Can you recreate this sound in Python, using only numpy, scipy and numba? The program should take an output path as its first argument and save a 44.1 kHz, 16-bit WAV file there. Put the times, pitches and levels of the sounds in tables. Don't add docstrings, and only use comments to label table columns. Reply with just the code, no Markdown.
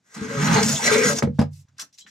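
import sys
import numpy as np
from scipy import signal
from scipy.fft import rfft, irfft
from scipy.io import wavfile
from scipy.ndimage import uniform_filter1d
from numba import njit

SR = 44100
rng = np.random.default_rng(int(sys.argv[2]) if len(sys.argv) > 2 else 0)


def pcm_store(signal):
    levels = np.round(np.clip(np.atleast_2d(signal), -1, 1) * 32767)
    wavfile.write(sys.argv[1], SR, levels.astype(np.int16).T)


def boost_factor(decibels):
    exponent = np.asarray(decibels, float) / 20
    return 10 ** exponent


N = 92610

# [f/Hz, level/dB, t60/s]
BOARD = [(93.487, -8.5, 0.53), (132.82, -13, 0.7), (147.18, -1, 0.4061), (199.38, -2.5, 0.11),
         (226.77, 1.5, 0.16472), (275.29, -12.5, 0.14)]
ARM = [(444, 0.5, 0.3329, 8, 0.1732), (482.5, -4.5, 0.2763, -4.5, 0.3557),
       (556.5, -5, 0.3278, -0.5, 1.1367), (677, -13, 0.1983, -1.5, 0.5666),
       (874.5, -9.5, 0.0356, -15.5, 2.5), (880, -17, 0.074), (1295, -9, 0.11), (1440, -15, 0.088),
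       (1610, -4.9, 0.057), (2013, -0.57, 0.022), (2200, -7.5, 0.08), (4100, -6, 0.11)]
AIR_HZ = 11854
PATCHY_DB = 3.5
SIDES = np.array([[1], [-1]])


def level(x, db=0):
    return x * boost_factor(db) / np.sqrt(np.mean(x ** 2))


@njit
def svf(x, hz, k):
    y, b, l = np.empty(len(x)), 0., 0.
    for i in range(len(x)):
        g = np.tan(np.pi * hz[i] / SR)
        v = (b + g * (x[i] - l)) / (1 + g * (g + k))
        b, l, y[i] = 2 * v - b, l + 2 * g * v, k * v
    return y


def band(x, hz, width_hz):
    return svf(x, np.full(len(x), 1. * hz), width_hz / hz)


def twice(x, hz, width_hz, hz2, width2_hz):
    return band(band(x, hz, width_hz), hz2, width2_hz)


def ring(x, modes):
    out = 0
    for k, (hz, db, t60, *place) in enumerate(modes):
        usual = (-.6, .12) if hz < 400 else (0, 1.625 * (-1) ** k)
        pan_db, lead = place or usual
        r = np.exp(-np.log(1000) / (t60 * SR))
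        pole = r * np.exp(2j * np.pi * hz / SR)
        z = signal.lfilter([np.sqrt(2 * (1 - r * r))], [1, -pole], x) * boost_factor(db)
        out = out + np.array([(z * np.exp(.5j * s * lead)).imag * boost_factor(s * pan_db / 2) for s in (1, -1)])
    return out


def total_gain(modes):
    return np.sqrt(np.sum(boost_factor([m[1] for m in modes]) ** 2))


def walk(rate):
    k = int(SR / rate)
    steps = np.repeat(rng.standard_normal(N // k + 1), k)
    return 1.743 * uniform_filter1d(uniform_filter1d(steps, k), k)[:N]


def grit():
    slips_per_s, spread_db = 14000, 2.0
    chance, size = rng.random((2, N))
    slips = (chance < slips_per_s / SR) * boost_factor(-spread_db * np.log(size + 1e-9))
    return level(slips * rng.standard_normal(N) + 0.05 * rng.standard_normal(N))


def hump(t, start, length, rise, fall):
    return np.clip((t - start) / rise, 0, 1) * np.exp(-np.maximum(t - start - length, 0) / fall)


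def spread(mid, side):
    return mid + .6 * side * SIDES


def shop():
    # [f/Hz, level/dB]
    spectrum = [(60, -12), (240, -9.5), (400, -25), (3500, -32), (7000, -31.5), (11000, -51.5)]
    hz, db = np.transpose(spectrum)
    f = np.arange(N // 2 + 1) * SR / N + 1
    gain = boost_factor(np.interp(np.log(f), np.log(hz), db))
    x = irfft(rfft(rng.standard_normal((2, N))) * gain, N)
    return level(x + 0.7 * x[::-1], -69.5) * boost_factor(2.0 * walk(9.6))


def strokes(t):
    # [t/s, load on the board/dB, chatter/dB, chatter f/Hz, edge scrape/dB]
    down = [
        (0.134, -93, -58.5, 1570, -58.5),
        (0.17, -35, -40, 1132, -49),
        (0.223, -30, -37.5, 1281, -47.5),
        (0.349, -28, -31, 1270, -41.5),
        (0.449, -22, -26.5, 1074, -35.5),
        (.585, -20.5, -18, 1072, -31.5),
        (0.649, -21, -28.5, 905.4, -27),
        (0.749, -29.5, -42, 850, -28.5),
        (0.806, -50, -37, 1254, -33),
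    ]
    up = [
        (0.83, -34.5, -25, 3257, -28.5),
        (0.867, -37, -24.5, 2467, -27),
        (0.894, -28, -22, 1402, -31.5),
        (0.931, -31, -25, 1204, -29),
        (1.04, -32.5, -27.5, 1600, -33.5),
        (1.121, -30.5, -31.5, 1379, -28.5),
        (1.143, -24.5, -44, 799.9, -34.5),
        (1.167, -29, -47, 980, -30.5),
        (1.201, -36.5, -40.5, 1183, -37),
    ]
    # [t/s, level/dB, length/s]
    catches = [
        (0.143, -46, 0.0107),
        (0.628, -19.5, 0.0055),
        (0.676, -33, 0.024),
        (1.129, -34, 0.0039),
        (1.183, -26.5, 0.0087),
    ]
    when, load_db, chatter_db, chatter_hz, scrape_db = np.array(down + up).T
    release = np.exp(-np.maximum(t - when[-1], 0) / .006)
    judder = boost_factor(1.5 * walk(45))
    on = release * judder * np.clip(t / when[0], 0, 1) ** 2
    load, chatter, push = [boost_factor(np.interp(t, when, db)) * on for db in (load_db, chatter_db, scrape_db)]
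    for start, db, length in catches:
        push = push + boost_factor(db) * hump(t, start, length, 0.0017, 0.0011)
    pitch = np.exp(np.interp(t, when, np.log(chatter_hz)))
    return load, chatter, pitch, push


def board_groan(t, load):
    # [t/s, favoured f/Hz]
    bearing = [
        (.2, 213),
        (.45, 159),
        (.62, 182.2),
        (.72, 92.9),
        (.82, 230),
        (1.2, 210),
    ]
    hz = np.interp(t, *np.transpose(bearing))
    shake = svf(svf(grit(), hz, 1.7), hz, 1.7) * load
    pressed = .45
    return ring(shake, [(hz, db, pressed * t60) for hz, db, t60 in BOARD]) / total_gain(BOARD)


def arm_chatter(force, pitch):
    wide = 0.69916
    slips = grit()
    narrow = svf(svf(slips, pitch, wide), pitch, wide)
    rough = np.array([twice(grit() * force, 1500, 2100, 1500, 2500) for _ in range(2)])
    arm = ring((narrow + boost_factor(-9) * slips) * force, ARM)
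    return arm + boost_factor(4.5) * (rough + 0.4 * rough[::-1]) + boost_factor(2.5) * narrow * force


def edge_scrape(push):
    # [f/Hz, level/dB]
    edge_modes = [(3680, -9.5), (5320, 1), (5870, 3.5), (6360, 6), (6700, 4.5), (7050, 1), (7500, -2),
                  (8260, -13)]
    rub = grit() * push
    edge = 0
    for hz, db in edge_modes:
        bursts = boost_factor(3 * walk(39))
        edge = edge + ring(rub * bursts, [(hz, db, 0.014, .2, 1.2)])
    air_rise = 1.2
    bright = push * (push / boost_factor(-30)) ** (air_rise - 1) * boost_factor(PATCHY_DB * walk(25))
    mid, side = [twice(grit() * bright, AIR_HZ, 7000, AIR_HZ, 9000) for _ in range(2)]
    return edge / total_gain(edge_modes) + boost_factor(-30) * (mid + .4 * side * SIDES)


def sheet(x):
    # [f/Hz, level/dB]
    outline = [(700, -4.5), (2000, -6), (3500, -4), (6500, -4.5), (8000, -4), (10000, -16), (15800, -21)]
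    outline_hz, outline_db = np.transpose(outline)
    low, high = outline_hz[0], outline_hz[-1]
    c = rng.random((48, 4))
    hz = low + (high - low) * ((np.arange(48) + c[:, 0]) / 48) ** 1.3
    db = np.interp(np.log(hz), np.log(outline_hz), outline_db) + 6 * c[:, 1] - 17
    t60 = np.full(48, 0.030643)
    pan_db = 3 * (c[:, 2] - .5)
    lead = 4 * 1.3491 * (c[:, 3] - .5) * np.minimum(4500 / hz, 1)
    modes = np.array([hz, db, t60, pan_db, lead]).T
    return sum(ring(x * boost_factor(PATCHY_DB * walk(21.685)), group) for group in modes.reshape(12, -1, 5))


def locks(t):
    # [t/s, length/s, level/dB, f/Hz, left-right/dB]
    lock_events = [(.21, 0.02914, -29, 230, 3.5), (0.211, 0.09967, -36, 440.6, 4),
                   (0.306, 0.08324, -37, 560, -0.5), (0.346, 0.09433, -32, 435, 5),
                   (0.366, 0.10003, -23, 150, -0.5), (0.403, 0.04718, -28, 240.6, 0),
                   (0.489, 0.0427, -18.5, 158, 0), (0.491, 0.03756, -21.5, 229.1, 0),
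                   (0.552, 0.019, -22, 233.1, 0), (0.546, 0.08283, -25.5, 438.9, 5),
                   (0.598, 0.03231, -24, 189.6, -0.5), (0.653, .055, -26, 222, 1.5),
                   (0.712, 0.03432, -28, 140.3, 0), (0.729, 0.02497, -37.5, 677.4, -3),
                   (.815, 0.06138, -33.5, 230, 0.5), (.878, 0.01219, -26, 573, -1.5),
                   (.912, 0.04405, -18, 445, 7.5), (0.952, 0.0077, -15.5, 455, 5),
                   (0.971, 0.02103, -15, 440, 4), (1.01, 0.02412, -18.5, 448, 5.5),
                   (1.037, 0.022, -21.5, 482.4, 0.5), (1.092, 0.04378, -31, 558.9, -1),
                   (.95, .07, -26, 540.5, -2.5), (0.956, 0.04988, -27, 231.5, 1.5),
                   (1.053, 0.016, -21.5, 224.4, -1), (1.089, 0.05076, -28, 219, -1)]
    out = 0
    for start, length, db, hz, pan_db in lock_events:
        wobble = 1 + 0.025059 * walk(40)
        phase = 2 * np.pi * np.cumsum(hz * wobble) / SR
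        size = np.sqrt(2) * boost_factor(db + 1.5 * walk(90)) * hump(t, start, length, .006, 0.012056)
        lead = .35 * hz / 900
        out = out + size * np.array([np.sin(phase + k * lead) * boost_factor(k * pan_db / 2) for k in (1, -1)])
    return out


def knocks(t):
    # [t/s, board/dB, arm/dB, crack/dB, contact/s]
    knock_events = [
        (0.214, -32, -22, -64.5, 0.002685),
        (1.224, -39, -22, -27, 0.00045805),
        (1.2286, -22.5, -18, -46.5, 0.0010332),
        (1.2369, -13.5, -68.5, -62.5, 0.000922),
        (1.274, -18, -11.5, -70.5, 0.0022237),
        (1.294, -16.5, -63.5, -83, 0.003994),
        (1.387, -39, -32, -44.5, 0.00075),
        (1.39, -7.5, -14.5, -27.5, 0.001969),
        (1.413, -24.5, -13.5, -32, 0.00231),
    ]
    board, arm, rattle, thud = np.zeros((4, N))
    for start, board_db, arm_db, crack_db, contact in knock_events:
        push = np.sin(np.pi * np.clip((t - start) / contact, 0, 1)) / (contact * SR)
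        board += 25 * boost_factor(board_db) * push
        arm += 40 * boost_factor(arm_db) * push
        rattle += boost_factor(crack_db) * hump(t, start, 0, 0.0016, 0.08437 / np.log(1000))
        thud += boost_factor(crack_db + 9.5) * hump(t, start, 0, 0.00089, 0.0925 / np.log(1000))
    noise = np.array([twice(grit() * rattle, 3000, 6100, 2200, 9000)
                      + 3 * twice(grit() * thud, 700, 550, 700, 810) for _ in range(2)])
    held = 0.3575
    resting_arm = [(m[0], m[1], held * m[2]) for m in ARM[1:]]
    return ring(board + 0.39 * grit() * thud, BOARD) + ring(arm, resting_arm) + noise + .5 * noise[::-1]


def rubs(t, rows, attack):
    fall = 0.014
    out = np.zeros((2, N))
    for start, length, db, hz, width_hz in rows:
        i = slice(int(start * SR), int((start + length + 8 * fall) * SR))
        shape = (boost_factor(db + 1.3 * walk(120)) * hump(t, start, length, attack, fall))[i]
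        wide = 1.3 * width_hz
        for k in range(2):
            noise = rng.standard_normal(len(shape))
            body = level(twice(noise, hz, wide, hz, wide))
            air = level(band(noise[::-1].copy(), AIR_HZ, 9100))
            out[k, i] += shape * (body + boost_factor(-9.5) * width_hz / 5000 * air)
    return out


def squeals(t):
    # [t/s, length/s, level/dB, centre f/Hz, width/Hz]
    squeal_events = [(0.558, 0.018, -24, 4381, 210), (0.71, 0.024, -23.5, 6890, 400),
                     (0.741, 0.035, -31.5, 6816, 290), (0.75, 0.016, -26.5, 3455, 390),
                     (1.4, 0.0053, -33, 5040, 300), (0.79, 0.025, -25.5, 885, 79),
                     (0.91, 0.11, -28, 2300, 250), (0.58, 0.011, -26.5, 4250, 250),
                     (.95, .015, -28, 2000, 200), (0.88, 0.044, -36, 2500, 69),
                     (.885, 0.033, -28.5, 1600, 210), (0.59, .05, -33.5, 1580, 140),
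                     (0.44, 0.079, -34, 1600, 130), (0.5, 0.03, -31.5, 1950, 200),
                     (.385, .012, -33, 1300, 72.1), (0.52, 0.078, -27, 870, 120)]
    return boost_factor(-3) * spread(*rubs(t, squeal_events, 0.01))


def hand(t):
    # [t/s, length/s, level/dB, centre f/Hz, width/Hz]
    slides = [
        (1.333, 0.06138, -62.5, 4500, 5000),
        (1.506, 0.10718, -58, 6827, 6980),
        (1.762, .018, -58, 3000, 3996),
    ]
    scuffs = [(1.679, 0.0138, -74, 1466, 500), (1.683, 0.003, -70.5, 5000, 5000),
              (1.785, 0.009162, -47.5, 1459, 483), (1.781, 0.0014, -44.5, 5659, 4075),
              (1.794, 0.005696, -31, 5600, 5991), (1.796, 0.031, -49, 1305, 800),
              (1.808, 0.011, -36, 6326, 6024), (1.815, 0.0311, -57.5, 226, 150),
              (1.925, 0.036, -61.5, 5682, 5000), (1.976, .006, -53, 4459, 4010),
              (1.983, 0.010815, -44.5, 5176, 4060), (2.007, 0.006527, -49, 3221, 183),
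              (2.008, 0.006, -50.5, 3995, 250.6), (1.987, 0.026044, -53.5, 5907, 3000),
              (2.063, 0.002883, -47, 1849, 997), (2.069, 0.02676, -57.5, 4584, 5000),
              (2.046, 0.04918, -63.5, 201.1, 120)]
    return rubs(t, scuffs, 0.0021) + rubs(t, slides, 0.032)


def room(near):
    lag = np.arange(SR // 2) / SR
    decay = boost_factor(-60 * lag / 0.146) * np.clip(lag / 0.0029, 0, 1)
    tail = rng.standard_normal((2, len(lag))) * decay
    tail = signal.lfilter(*signal.butter(1, [300, 5000], "band", fs=SR), tail)
    tail = tail / np.sqrt(np.sum(tail ** 2) / 2)
    return boost_factor(-13.5) * signal.fftconvolve(near.mean(0, keepdims=True), tail, axes=1)[:, :N]


def scene():
    t = np.arange(N) / SR
    load, chatter, pitch, push = strokes(t)
    cut = board_groan(t, load) + arm_chatter(chatter, pitch) + edge_scrape(push)
    mid, side = hand(t)
    steel = sheet(boost_factor(0.5) * grit() * push + boost_factor(-4) * mid)
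    near = cut + steel + locks(t) + knocks(t) + squeals(t) + boost_factor(-3) * spread(mid, side)
    return near + room(near) + shop()


def low_pass(x):
    return signal.sosfilt(signal.butter(12, 15900, fs=SR, output="sos"), x)


def record(dry):
    # [t/s, gain/dB]
    gate_moves = [
        (1.652, -2),
        (1.664, -38.5),
        (1.691, -4.5),
        (1.77, 0.5),
        (1.785, -4),
    ]
    x = signal.sosfilt(signal.butter(3, 82.2, "high", fs=SR, output="sos"), dry)
    x = signal.sosfilt(signal.butter(1, 11023, fs=SR, output="sos"), x)
    low = signal.sosfiltfilt(signal.butter(2, 400, fs=SR, output="sos"), x)
    gate = boost_factor(np.interp(np.arange(N) / SR, *np.transpose(gate_moves)))
    x = np.tanh(x + (gate - 1) * low)
    x = signal.sosfilt(signal.ellip(10, .3, 70, 15800, fs=SR, output="sos"), x)
    return low_pass(x)


dry = scene()
out = record(dry)
pcm_store(out)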